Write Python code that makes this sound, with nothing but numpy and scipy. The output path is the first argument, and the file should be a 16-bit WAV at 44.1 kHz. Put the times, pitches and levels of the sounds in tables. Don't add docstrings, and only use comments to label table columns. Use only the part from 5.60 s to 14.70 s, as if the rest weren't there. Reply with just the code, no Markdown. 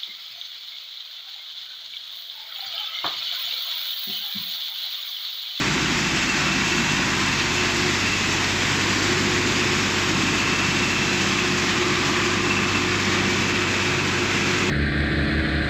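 import sys
import numpy as np
from scipy import signal
from scipy.fft import rfft, irfft, next_fast_len
from scipy.io import wavfile
from scipy.ndimage import uniform_filter1d, map_coordinates

SR = 44100
rng = np.random.default_rng(int(sys.argv[2]) if len(sys.argv) > 2 else 0)


def log_audio(samples):
    frames = np.atleast_2d(samples).T
    limited = np.clip(frames, -1, 1)
    pcm = np.round(limited * 32767).astype(np.int16)
    wavfile.write(sys.argv[1], SR, pcm)


N = 401310

# time in seconds, level in dB.
FIRING_LEVEL = [(0, -50), (.6, -59), (1.2, -42), (2.4, -36), (3.4, -34.5), (6.2, -39), (7.2, -33.5),
                (9.1, -35)]
OCTAVE_LEVEL = [(0, -38), (1, -36), (1.6, -38), (2.1, -49), (3.2, -38.5), (4.1, -43), (4.9, -43),
                (5.7, -32.5), (6.5, -42), (6.85, -33.5), (7.1, -40), (7.6, -31.5), (8.1, -39.5), (9.1, -37)]
# multiple of the cycle rate, opening level in dB, dB per second.
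EXHAUST_TONES = [(2, -60, 0), (3, -44, -0.6), (4, -43.5, -0.8), (5, -51, 0), (7, -48, 0), (8, -50, 0.64),
                 (9, -40.5, -0.46), (10, -47, 0), (13, -47, 0.32), (16, -48, 0.26), (17, -49.5, 0.37),
                 (20, -49.5, 0.5), (22, -52, 0.5)]

def exhaust(cycles, cylinders=6, echo_swing_db=2, echo_rate=1.23):
    tones = [(cylinders, curve(FIRING_LEVEL)), (2 * cylinders, curve(OCTAVE_LEVEL))]
    for multiple, db, slope in EXHAUST_TONES:
        swing_db = echo_swing_db * min(multiple / (2 * cylinders), 1)
        tones.append((round(multiple), db + slope * clock() + swing_db * wobble(echo_rate)))
    sound = np.zeros(N)
    for multiple, db in tones:
        phase = multiple * (cycles + 0.0033 * wobble(1.5)) + rng.random()
        sound += tone(phase, db)
    return sound


# frequency in Hz, relative level in dB.
BLOCK_COLOUR = [(400, -25), (650, -10.5), (900, -1.5), (1100, -4.5), (1350, -5), (1750, 3.5), (2300, -5.5),
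                (3000, -4.5), (5000, -18), (8000, -58)]

def block_clatter(cycles, cylinders=6, level_db=-34):
    knock = cycle_rattle(cycles + 0.0003 * wobble(5.5), drift_rate=1)
    knock *= throb(cylinders * cycles, depth=0.18) * throb(cylinders / 2 * cycles, depth=0.18)
    return amp(level_db + wobble(2.24)) * coloured(knock, BLOCK_COLOUR)


# pitch in Hz, bandwidth in Hz, distant level in dB,
# moment of passing in seconds, boost at that moment in dB.
COVERS = [(930, 180, -52, 1.8, 10.5), (1055, 120, -53.5, 6.8, 3.5), (1138, 190, -47.5, 6.56, 12),
          (1977, 120, -49.5, 2.7, 8), (2287, 110, -49, 7.9, 11), (2550, 70, -44, 8.2, 4)]

def covers(cycles, pass_s=1.2):
    shake = cycle_rattle(cycles + 0.00039 * wobble(5.4), drift_rate=1.51)
    sound = np.zeros(N)
    for centre_hz, width_hz, far_db, passing_s, boost_db in COVERS:
        ring = filtered(shake, lambda hz: 1 / (1 + ((hz - centre_hz) / width_hz * 2) ** 2))
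        nearness = 1 / (1 + ((clock() - passing_s) / pass_s) ** 2)
        sound += amp(far_db + boost_db * nearness) * unit(ring)
    return sound


# multiple of the cycle rate, loudest moment in seconds,
# half-width in seconds, level at the crest in dB.
SINGING_PARTIALS = [(9, 1.2, .4, -41), (13, 4.3, .5, -41), (14, 2.3, .5, -42), (67, 4.3, 1.25, -44.5),
                    (75, 6.9, .4, -44), (82, 5, .7, -44), (82, 8.4, .6, -45), (92, 8.7, .6, -45),
                    (100, 3.7, .45, -45), (100, 8.6, .7, -43), (108, 5, .3, -45), (129, 4, .25, -43),
                    (141, 3.95, .3, -41), (146, 3.85, .2, -42), (143, 6.55, .4, -40), (152, 3.9, .25, -42),
                    (143, 8.2, .4, -45.5), (149, 8.6, .8, -43), (152, 4.9, .7, -46), (152, 6.95, .22, -42),
                    (157, 2.7, .25, -42), (157, 4.3, .6, -42.5), (159, 8.2, .35, -41.5), (162, 2, .25, -43),
                    (163, 1, .25, -42), (164, .85, .2, -39), (166, 1.3, .35, -39.5), (167, 5.25, .35, -42)]

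def singing_partials(cycles, flutter_db=2):
    sound = np.zeros(N)
    for multiple, loudest_s, width_s, db in SINGING_PARTIALS:
        swell = 1 / (1 + ((clock() - loudest_s) / width_s) ** 4)
        phase = round(multiple) * cycles + 0.042 * wobble(24) + rng.random()
        sound += swell * tone(phase, db + flutter_db * wobble(14))
    return sound


CAM_PEAK = 0.31
# frequency in Hz, relative level in dB.
GEAR_COLOUR = [(2200, -35), (2470, -13), (2550, -3), (2610, -6), (2665, 0), (2715, 0), (2755, -18),
               (3000, -50)]
# start in seconds, hold in seconds, whine boost in dB,
# sideband boost in dB.
WHINE_SWELLS = [(.58, 0.58, 8.5, 4.5), (1.2, 1, 3, 4.7), (2.48, 0.25, 1, 5.5), (4.677, 0.82, 13.5, 3.5),
                (5.62, 0.32, 1, 4.5), (6.9, .26, 11, 4.5), (7.68, 0.55, 8, 3), (8.35, 0.89, 1, 1.5)]

def gear_whine(cycles, whine_multiple=164, whine_floor_db=-47.5, sideband_floor_db=-39, fade_s=0.14):
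    whine_db, sideband_db = whine_floor_db, sideband_floor_db
    for start, hold, whine_boost_db, sideband_boost_db in WHINE_SWELLS:
        end = start + hold
        swell = np.interp(clock(), [start - fade_s, start, end, end + fade_s], [0, 1, 1, 0])
        whine_db += whine_boost_db * swell
        sideband_db += sideband_boost_db * swell
    backlash = 0.07 * wobble(80)
    whine = tone(whine_multiple * cycles + backlash, whine_db)
    rasp = coloured(cycle_rattle(cycles + 0.00095 * wobble(9), drift_rate=7), GEAR_COLOUR)
    cam = cycles - CAM_PEAK
    kick = throb(cam, depth=0.36) * throb(2 * cam + 0.25, depth=0.2)
    return (whine + amp(sideband_db) * rasp) * kick


# centre in seconds, half-width in seconds, level at the crest in dB.
GEAR_FLARES = [(.45, .025, -32), (.7, .02, -27), (.885, .02, -29.5), (.955, .015, -30.5),
               (1.07, .015, -31.5), (1.55, .012, -32), (1.69, .04, -32), (2.0, .03, -28.5),
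               (2.52, .035, -34), (5.43, .012, -30.5), (5.8, .025, -33), (6.91, .015, -30),
               (7.165, .025, -33), (8.15, .025, -34), (8.4, .015, -32)]

def gear_flares(case_hz=2680):
    flare = sum(amp(db) * bump(centre_s, width_s) for centre_s, width_s, db in GEAR_FLARES)
    hz = case_hz + 28 * wobble(70)
    return flare * tone(np.cumsum(hz) / SR, 0)


# time in seconds, knife rate in Hz.
KNIFE_RATE = [(0, 361.5), (2.2, 360.6), (6.9, 359.7), (9.1, 358.7)]
# time in seconds, level in dB.
HUM_LEVEL = [(0, -35), (.45, -55), (1.15, -54), (1.65, -41), (1.9, -34.5), (2.25, -33), (2.5, -52),
             (3.05, -44), (3.35, -40), (3.5, -31), (4.4, -34.5), (5.1, -37.5), (5.6, -36), (6.1, -31.5),
             (7.4, -32), (8, -35), (9.1, -31.5)]

def rotor(drone_ratio=2 / 5, drone_db=-42.5):
    cuts = np.cumsum(curve(KNIFE_RATE)) / SR
    hum = tone(cuts + 0.04 * wobble(6), curve(HUM_LEVEL) + 1.3 * wobble(14))
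    drone = tone(drone_ratio * cuts, drone_db)
    return hum + drone


# frequency in Hz, relative level in dB.
DRUM_COLOUR = [(18, -32), (30, -28), (48, -16), (85, -9.5), (130, -2), (190, 2), (260, 2.5), (345, 3),
               (395, -7), (465, -23), (620, -23), (1200, -61)]
# time in seconds, level in dB.
AIR_LEVEL = [(0, -25.5), (.3, -27.5), (.6, -30), (.8, -29), (1.4, -28.5), (1.6, -30), (2.5, -30.5),
             (2.75, -31.5), (2.98, -33), (3.3, -28.5), (3.75, -28.5), (3.95, -30.5), (4.2, -29),
             (4.35, -32.5), (4.6, -26.5), (4.9, -31), (5.1, -28), (5.7, -30.5), (5.95, -29.5),
             (6.47, -29.5), (7.2, -29.5), (7.6, -28.5), (7.88, -28.5), (8.02, -32), (8.3, -29), (9.1, -30)]

def drum_air(cycles):
    air = coloured(rng.standard_normal(N), DRUM_COLOUR) * throb(cycles + 0.16, depth=0.046)
    return amp(curve(AIR_LEVEL) + 0.5 * wobble(16)) * air


# frequency in Hz, relative level in dB.
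HOUSING_COLOUR = [(250, -28), (500, -10.5), (700, -5.5), (1000, -3.5), (1400, -1), (1800, -1), (2400, 0),
                  (2900, -5), (3600, -6.5), (4500, -13.5), (7000, -19.5), (9000, -60)]

def housing_rattle(level_db=-26.5):
    hail = patchy(impacts(per_second=6000, spread_db=1.5), depth_db=2)
    hail = workshop(hail, t60=0.73, wet_db=1)
    return amp(level_db + 0.51 * wobble(12)) * coloured(hail, HOUSING_COLOUR)


# frequency in Hz, relative level in dB.
SPLINTER_COLOUR = [(600, -22), (1500, -8), (2600, 2), (3600, -2), (5000, -6), (7000, -18), (8500, -26),
                   (12000, -50)]
# start in seconds, relative level in dB.
KNOCK_HITS = [(.558, -18), (1.306, -20), (1.785, -13), (2.03, -16), (2.669, -25), (2.725, -20), (3.01, -22),
              (3.533, -24), (6.067, -18), (7.162, -20), (7.79, -20), (8.192, -22)]

def knocks(t60=0.25, rise_s=0.0056, gain_db=-7.5):
    bursts = np.zeros(N)
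    for start, db in KNOCK_HITS:
        age = np.maximum(clock() - start, 0)
        bursts += amp(db + gain_db - 60 * age / t60) * (1 - np.exp(-age / rise_s))
    return bursts * coloured(rng.standard_normal(N), SPLINTER_COLOUR)


# frequency in Hz, relative level in dB.
CHIP_COLOUR = [(700, -13.5), (2000, -1.5), (3300, 1), (4100, -0.5), (5100, 0.5), (6200, -2), (7100, -2),
               (7900, -8.5), (8400, -21), (9500, -37.5), (11000, -23), (14000, -28.5)]
# time in seconds, level in dB.
POUR_LEVEL = [(0, -29), (1.5, -28.5), (3.7, -28), (6.3, -29.5), (7.3, -31), (9.1, -31)]

def chip_pour(cycles):
    patter = workshop(impacts(per_second=7000, spread_db=1.5), t60=0.28, wet_db=4.5)
    hiss = coloured(patchy(patter, depth_db=1.5), CHIP_COLOUR)
    level_db = curve(POUR_LEVEL) + 0.27 * wobble(5) + 0.53 * wobble(30)
    return amp(level_db) * hiss * throb(cycles - CAM_PEAK, depth=0.035)


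# centre in seconds, level at the crest in dB.
CLUMPS = [(.563, -34), (2.735, -31.5), (3.02, -36), (3.45, -32), (3.98, -37), (5.984, -32), (6.42, -37),
          (6.89, -38), (7.334, -37), (7.711, -36), (8.02, -34), (8.9, -41)]

def clumps(half_width_s=0.025):
    spray = sum(amp(db) * bump(centre_s, half_width_s) for centre_s, db in CLUMPS)
    return spray * coloured(impacts(per_second=3500, spread_db=3), CHIP_COLOUR)


# frequency in Hz, relative level in dB.
BELT_COLOUR = [(100, -45), (250, -13), (380, 7.5), (480, 3.5), (600, -6.5), (800, -26), (1400, -58)]
# time in seconds, boost or cut in dB.
BELT_NEARNESS = [(0, -7), (1.8, -3), (3.2, 4), (5.5, 0.5), (7, 1), (9.1, 4.5)]

def conveyor(level_db=-40):
    return amp(level_db + curve(BELT_NEARNESS)) * coloured(rng.standard_normal(N), BELT_COLOUR)


def stray_chips(count=700, centre_hz=3400, ring_periods=14, level_db=-41.5):
    t = np.arange(SR // 50) / SR
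    moment, pitch, size = rng.random((3, count, 1))
    hz = centre_hz * 2 ** (2 * pitch - 1)
    ticks = amp(20 * size) * np.sin(2 * np.pi * hz * t) * np.exp(-hz * t / ring_periods)
    samples = (moment * N).astype(int) + np.arange(len(t))
    skitter = np.bincount(samples.ravel(), ticks.ravel(), N)[:N]
    return amp(level_db) * coloured(skitter, CHIP_COLOUR)


def workshop(x, t60, wet_db):
    decay = amp(-120 * clock() / t60)
    energy = irfft(rfft(x ** 2) * rfft(decay), N)
    ring = unit(np.sqrt(np.abs(energy)) * rng.standard_normal(N))
    return unit(x + amp(wet_db) * ring)


def cycle_rattle(cycles, drift_rate, count=6, size=2048):
    place = cycles % 1 * size
    patterns = rng.standard_normal((count, size))
    weights = np.array([wobble(drift_rate) for _ in patterns])
    weights /= np.linalg.norm(weights, axis=0)
    loops = [np.interp(place, np.arange(size), pattern, period=size) for pattern in patterns]
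    return unit(np.sum(weights * loops, axis=0))


def impacts(per_second, spread_db):
    struck = rng.random(N) < per_second / SR
    return unit(struck * rng.standard_normal(N) * amp(spread_db * np.clip(rng.standard_normal(N), -2, 2)))


def patchy(x, depth_db, frames=14, bins=3):
    spectra = signal.stft(x, nperseg=1024)[2]
    patches = uniform_filter1d(rng.standard_normal(spectra.shape), bins, axis=0)
    patches = uniform_filter1d(patches, frames, axis=1)
    return signal.istft(spectra * amp(depth_db * unit(patches)), nperseg=1024)[1][:N]


def coloured(x, colour):
    points_hz, db = np.transpose(colour)
    return unit(filtered(x, lambda hz: amp(np.interp(np.log(hz + 1), np.log(points_hz), db))))


def filtered(x, response):
    size = next_fast_len(N + 8192)
    return irfft(rfft(x, size) * response(np.fft.rfftfreq(size, 1 / SR)), size)[..., :N]


def tone(phase, db):
    return amp(db) * np.sqrt(2) * np.sin(2 * np.pi * phase)


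def throb(phase, depth):
    return 1 + depth * np.cos(2 * np.pi * phase)


def bump(centre_s, half_width_s):
    return np.exp(-((clock() - centre_s) / half_width_s) ** 2)


def wobble(rate):
    return map_coordinates(rng.standard_normal(int(N * rate / SR) + 4), [np.arange(N) * rate / SR])


def curve(rows):
    return np.interp(clock(), *np.transpose(rows))


def clock():
    return np.arange(N) / SR


def amp(db):
    return 10 ** (np.asarray(db) / 20)


def unit(x):
    return x / np.sqrt(np.mean(x ** 2) + 1e-20)


# time in seconds, crankshaft speed in rpm.
ENGINE_RPM = [(0, 1956.5), (1.1, 1955.3), (3.1, 1951), (5.3, 1948.5), (6.3, 1946), (7.7, 1944), (9.1, 1943)]

def scene():
    cycles = np.cumsum(curve(ENGINE_RPM) / 120) / SR
    engine = exhaust(cycles) + block_clatter(cycles) + covers(cycles) + singing_partials(cycles)
    gears = gear_whine(cycles) + gear_flares()
    cutter = rotor() + drum_air(cycles)
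    chips = housing_rattle() + knocks() + chip_pour(cycles) + clumps()
    mix = engine + gears + cutter + chips + conveyor() + stray_chips()
    return np.array([mix, mix])


def record(dry, top_hz=14150):
    return filtered(dry, lambda hz: hz < top_hz)


dry = scene()
out = record(dry)
log_audio(out)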